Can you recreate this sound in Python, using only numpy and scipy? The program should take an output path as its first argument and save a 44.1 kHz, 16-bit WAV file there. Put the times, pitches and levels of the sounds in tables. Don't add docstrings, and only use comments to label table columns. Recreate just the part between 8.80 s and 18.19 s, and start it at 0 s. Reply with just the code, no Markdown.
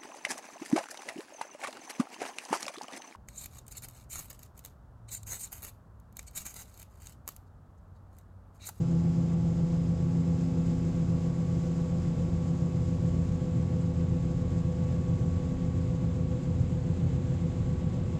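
import sys
import numpy as np
from scipy import signal
from scipy.fft import rfft, irfft, next_fast_len
from scipy.io import wavfile
from scipy.ndimage import map_coordinates

SR = 44100
rng = np.random.default_rng(int(sys.argv[2]) if len(sys.argv) > 2 else 0)


def put_to_file(sound):
    columns = np.atleast_2d(sound).T
    safe = np.clip(columns, -1, 1)
    whole_steps = np.round(safe * 32767)
    wavfile.write(sys.argv[1], SR, whole_steps.astype(np.int16))


N = 414099

# time_s, level_db
STREAM_LEVEL = [(0, -63.5), (1.2, -64), (1.8, -62), (3.0, -62), (4.0, -62.5), (4.9, -64), (9.39, -65)]


def amp(db):
    return 10 ** (np.asarray(db) / 20)


def unit(x):
    return x / np.sqrt(np.mean(x ** 2) + 1e-20)


def curves(rows):
    time_s, *columns = np.transpose(rows)
    return [np.interp(np.arange(N) / SR, time_s, column) for column in columns]


def wobble(rate):
    knots = rng.standard_normal(int(N * rate / SR) + 4)
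    return map_coordinates(knots, [np.arange(N) * rate / SR])


def coloured(x, spectrum):
    length = 2 * next_fast_len(N // 2 + 8192)
    points_hz, points_db = np.transpose(spectrum)
    bins_hz = np.fft.rfftfreq(length, 1 / SR) + 1
    gain_db = np.interp(np.log(bins_hz), np.log(points_hz), points_db)
    cepstrum = irfft(np.log(amp(gain_db)), length)
    cepstrum[1:length // 2] *= 2
    cepstrum[length // 2 + 1:] = 0
    response = np.exp(rfft(cepstrum))
    filtered = irfft(rfft(np.resize(x, length)) * response, length)
    return unit(filtered[-N:])


def tone(cycles):
    return np.sqrt(2) * np.cos(2 * np.pi * cycles)


def impacts(per_second, spread_db):
    hits = rng.random(N) < per_second / SR
    sign = np.sign(rng.standard_normal(N))
    size = np.minimum(rng.standard_normal(N), 3)
    return hits * sign * amp(spread_db * size)


def emptiness():
    emptying_s = 9.4
    return np.minimum(np.arange(N) / SR / emptying_s, 1)


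def emptying(levels_db):
    full_db, empty_db = levels_db
    return full_db + (empty_db - full_db) * emptiness()


def hollowness():
    hollow_at, hollow_width = 0.3, 0.068
    return 0.5 + 0.5 * np.tanh((emptiness() - hollow_at) / (2 * hollow_width))


def flow_db():
    level_db, = curves(STREAM_LEVEL)
    return level_db - level_db.mean()


def diesel(clock):
    # multiple_of_crank_speed, mean_level_db
    firing_orders = [(1.5, -57.5), (3, -44.5), (4.5, -53.5), (5.5, -53.5), (6, -64.5)]
    crank_hz = 39.483
    crank = crank_hz * clock
    firing = 0
    for order, level_db in firing_orders:
        firing = firing + amp(level_db + wobble(2.5)) * tone(order * crank + rng.random())
    beat_hz, lull_s = 0.872, 0.4
    other_shaft = crank + beat_hz * (clock - lull_s)
    shake = amp(-50) * tone(crank) - amp(-52.5) * tone(other_shaft)
    return firing + shake


def hums_and_whines(clock):
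    # pitch_hz, mean_level_db
    hum_tones = [(106.1, -49.5), (131.4, -47), (134.7, -41.5), (150.1, -52.5), (202.0, -55.5), (259.2, -43),
                 (369.4, -61), (471.5, -58.5), (777.5, -75), (930.5, -80.5)]
    # time_s, mean_level_db
    pump_level = [(0, -66.5), (3.0, -61), (5.5, -62.5), (6.7, -59), (8.0, -67), (9.39, -61.5)]
    pump_hz, gear_hz = 1124, 2605
    hum = 0
    for pitch_hz, level_db in hum_tones:
        hum = hum + amp(level_db + 1.4 * wobble(1.8)) * tone(pitch_hz * clock + rng.random())
    pump_db, = curves(pump_level)
    pump = amp(pump_db + 0.55 * wobble(8)) * tone(pump_hz * clock + 0.033 * wobble(30))
    gear = amp(-77.5 + 1.6 * wobble(3)) * tone(gear_hz * clock + 0.034 * wobble(28))
    return hum + pump + gear


def tube(clock, turns):
    # pitch_hz, relative_level_db
    rumble_spectrum = [(40, -26.5), (85, -12), (125, -0.5), (195, -7), (215, -14.5), (250, -12.5),
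                       (290, -22), (450, -40), (900, -93)]
    scrape_spectrum = [(180, -31), (300, -9.5), (360, 2), (395, -7), (450, -7.5), (500, -2), (570, -9.5),
                       (690, -13), (820, -13), (900, -18), (1030, -17), (1250, -23.5), (1700, -37.5),
                       (4000, -69)]
    boom_spectrum = [(18, -33.5), (25, -20.5), (33, -8), (48, -0.5), (75, 7.5), (100, 10), (140, -6),
                     (300, -56.5), (900, -120)]
    # pitch_hz, mean_level_db (once hollow)
    deep_tones = [(67.3, -47), (80.2, -55.5), (86.0, -46.5), (88.4, -37.5)]
    # full_tube_db, empty_tube_db
    rumble_levels = (-36, -33)
    scrape_levels = (-47.5, -46)
    muffle_db = 5.5
    scrape_follows = 0.40
    hollow_db = muffle_db * (hollowness() - 1)

    thump_db = 1.2 * amp(hollow_db) * tone(turns)
    rumble_db = emptying(rumble_levels) + thump_db + 0.35 * wobble(12)
    rumble = amp(rumble_db) * coloured(rng.standard_normal(N), rumble_spectrum)

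    scrape_db = emptying(scrape_levels) + scrape_follows * flow_db()
    scrape_db = scrape_db + 0.41 * tone(turns) + 0.19 * wobble(8.9)
    scrape = amp(scrape_db) * coloured(rng.standard_normal(N), scrape_spectrum)

    boom = amp(-37.5) * coloured(rng.standard_normal(N), boom_spectrum)
    tones = 0
    for pitch_hz, level_db in deep_tones:
        tones = tones + amp(level_db + 0.94 * wobble(4.6)) * tone(pitch_hz * clock + rng.random())
    return rumble + scrape + amp(hollow_db) * (boom + tones)


def chain(turns, teeth_count):
    # multiple_of_tooth_rate, mean_level_db (relative to the bite)
    overtones = [(2, -20.5), (4, -34.5), (5, -34), (7, -45), (8, -42)]
    # minus_2_db, minus_1_db, plus_1_db, plus_2_db
    tight_spot = [(-53, -43, -51, -60), (-66, -68, -61, -64), (-68, -61, -69, -68)]
    # full_tube_db, empty_tube_db
    drone_levels = (-27.5, -37.5)
    bite_levels = (-26.5, -38.5)
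    drone_db, bite_db = emptying(drone_levels), emptying(bite_levels)
    ring_top_db, ring_at_emptiness, ring_fall_db = -47, 0.61, 20.5
    ring_db = ring_top_db - ring_fall_db * (emptiness() - ring_at_emptiness) ** 2

    mesh = teeth_count * turns + 0.0085 * wobble(25) + 0.0031 * wobble(90)
    harmonics = np.arange(1, 9)[:, None] * mesh + rng.random((8, 1))
    sound = amp(drone_db) * tone(harmonics[0]) + amp(ring_db) * tone(harmonics[2])
    for multiple, level_db in overtones:
        overtone_db = bite_db + level_db + 1.6 * wobble(14)
        cycles = harmonics[round(multiple) - 1] + 0.011 * multiple * wobble(30)
        sound = sound + amp(overtone_db) * tone(cycles)

    slack_db = bite_db.mean() - bite_db
    whip = amp(0.27 * slack_db + 1.4 * wobble(8.2))
    for cycles, sidebands_db in zip(harmonics, tight_spot):
        for offset, level_db in zip((-2, -1, 1, 2), sidebands_db):
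            sideband = tone(cycles + offset * turns + offset * offset / 10)
            sound = sound + whip * amp(level_db) * sideband
    return sound


def corn(turns):
    # pitch_hz, relative_level_db
    patter_spectrum = [(900, -12), (1530, -.5), (1800, -4), (2180, -2), (2350, -5), (3000, -6),
                       (4000, -8.5), (5500, -19.5), (7500, -15.5), (9000, -37), (15000, -52)]
    hiss_spectrum = [(3000, -19.5), (4600, -6.5), (5050, -5.5), (5400, -7.5), (6550, -2), (7500, 0.5),
                     (7850, -4), (8250, -13.5), (8900, -17), (10100, -22), (11200, -26.5), (12700, -24),
                     (13500, -29), (15400, -30.5)]
    steel_spectrum = [(3000, -29.5), (4700, -12.5), (5050, -3.5), (5300, -11), (5600, -12.5), (7000, -16),
                      (8500, -33.5), (10100, -19), (11200, -35.5), (15400, -55)]
    # full_tube_db, empty_tube_db
    patter_levels = (-61, -58.5)
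    seconds = np.arange(N) / SR
    surge_db = 0.31 * tone(turns + 0.24) + 0.38 * wobble(14)

    breakup_s, breakup_length_s, breakup_db = 7.75, 0.3, 0.5
    broken = np.clip((seconds - breakup_s) / breakup_length_s, 0, 1)
    patter_follows = 0.44
    patter_db = emptying(patter_levels) + patter_follows * flow_db() + breakup_db * broken
    patter_blows = impacts(per_second=22000, spread_db=4.0)
    patter = amp(patter_db + surge_db) * coloured(patter_blows, patter_spectrum)

    hiss_db, = curves(STREAM_LEVEL)
    thinness = amp(hiss_db.mean() - hiss_db)
    clumps_db = thinness * (1.1 * wobble(90) + 0.65 * wobble(25))
    hiss_blows = impacts(per_second=18000, spread_db=1.0)
    hiss = amp(hiss_db + surge_db + clumps_db) * coloured(hiss_blows, hiss_spectrum)

    bare_db, covered_s, cover_db_per_s = -67.7, 2.5, 1.2
    wall_db = bare_db - cover_db_per_s * np.maximum(seconds - covered_s, 0)
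    wall_blows = impacts(per_second=7900, spread_db=5.0)
    wall = amp(wall_db + surge_db + 0.8 * wobble(15)) * coloured(wall_blows, steel_spectrum)
    return patter + hiss + wall


def scene():
    droop_percent, hunt_percent, hunt_knots_per_s = 0.1514, 0.05, 2.2
    droop = droop_percent * (hollowness() - hollowness().mean())
    speed_percent = droop + hunt_percent * wobble(hunt_knots_per_s)
    clock = np.cumsum(1 + speed_percent / 100) / SR
    auger_hz = 7.298
    turns = auger_hz * clock
    machine = diesel(clock) + hums_and_whines(clock)
    auger = tube(clock, turns) + chain(turns, teeth_count=23)
    return (machine + auger + corn(turns))[None]


def record(dry):
    fade_in = np.minimum(np.arange(N) / (0.004 * SR), 1)
    top_hz = 15500
    low_pass = signal.ellip(10, 0.05, 80, top_hz, fs=SR, output="sos")
    return signal.sosfilt(low_pass, dry * fade_in)


dry = scene()
out = record(dry)
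put_to_file(out)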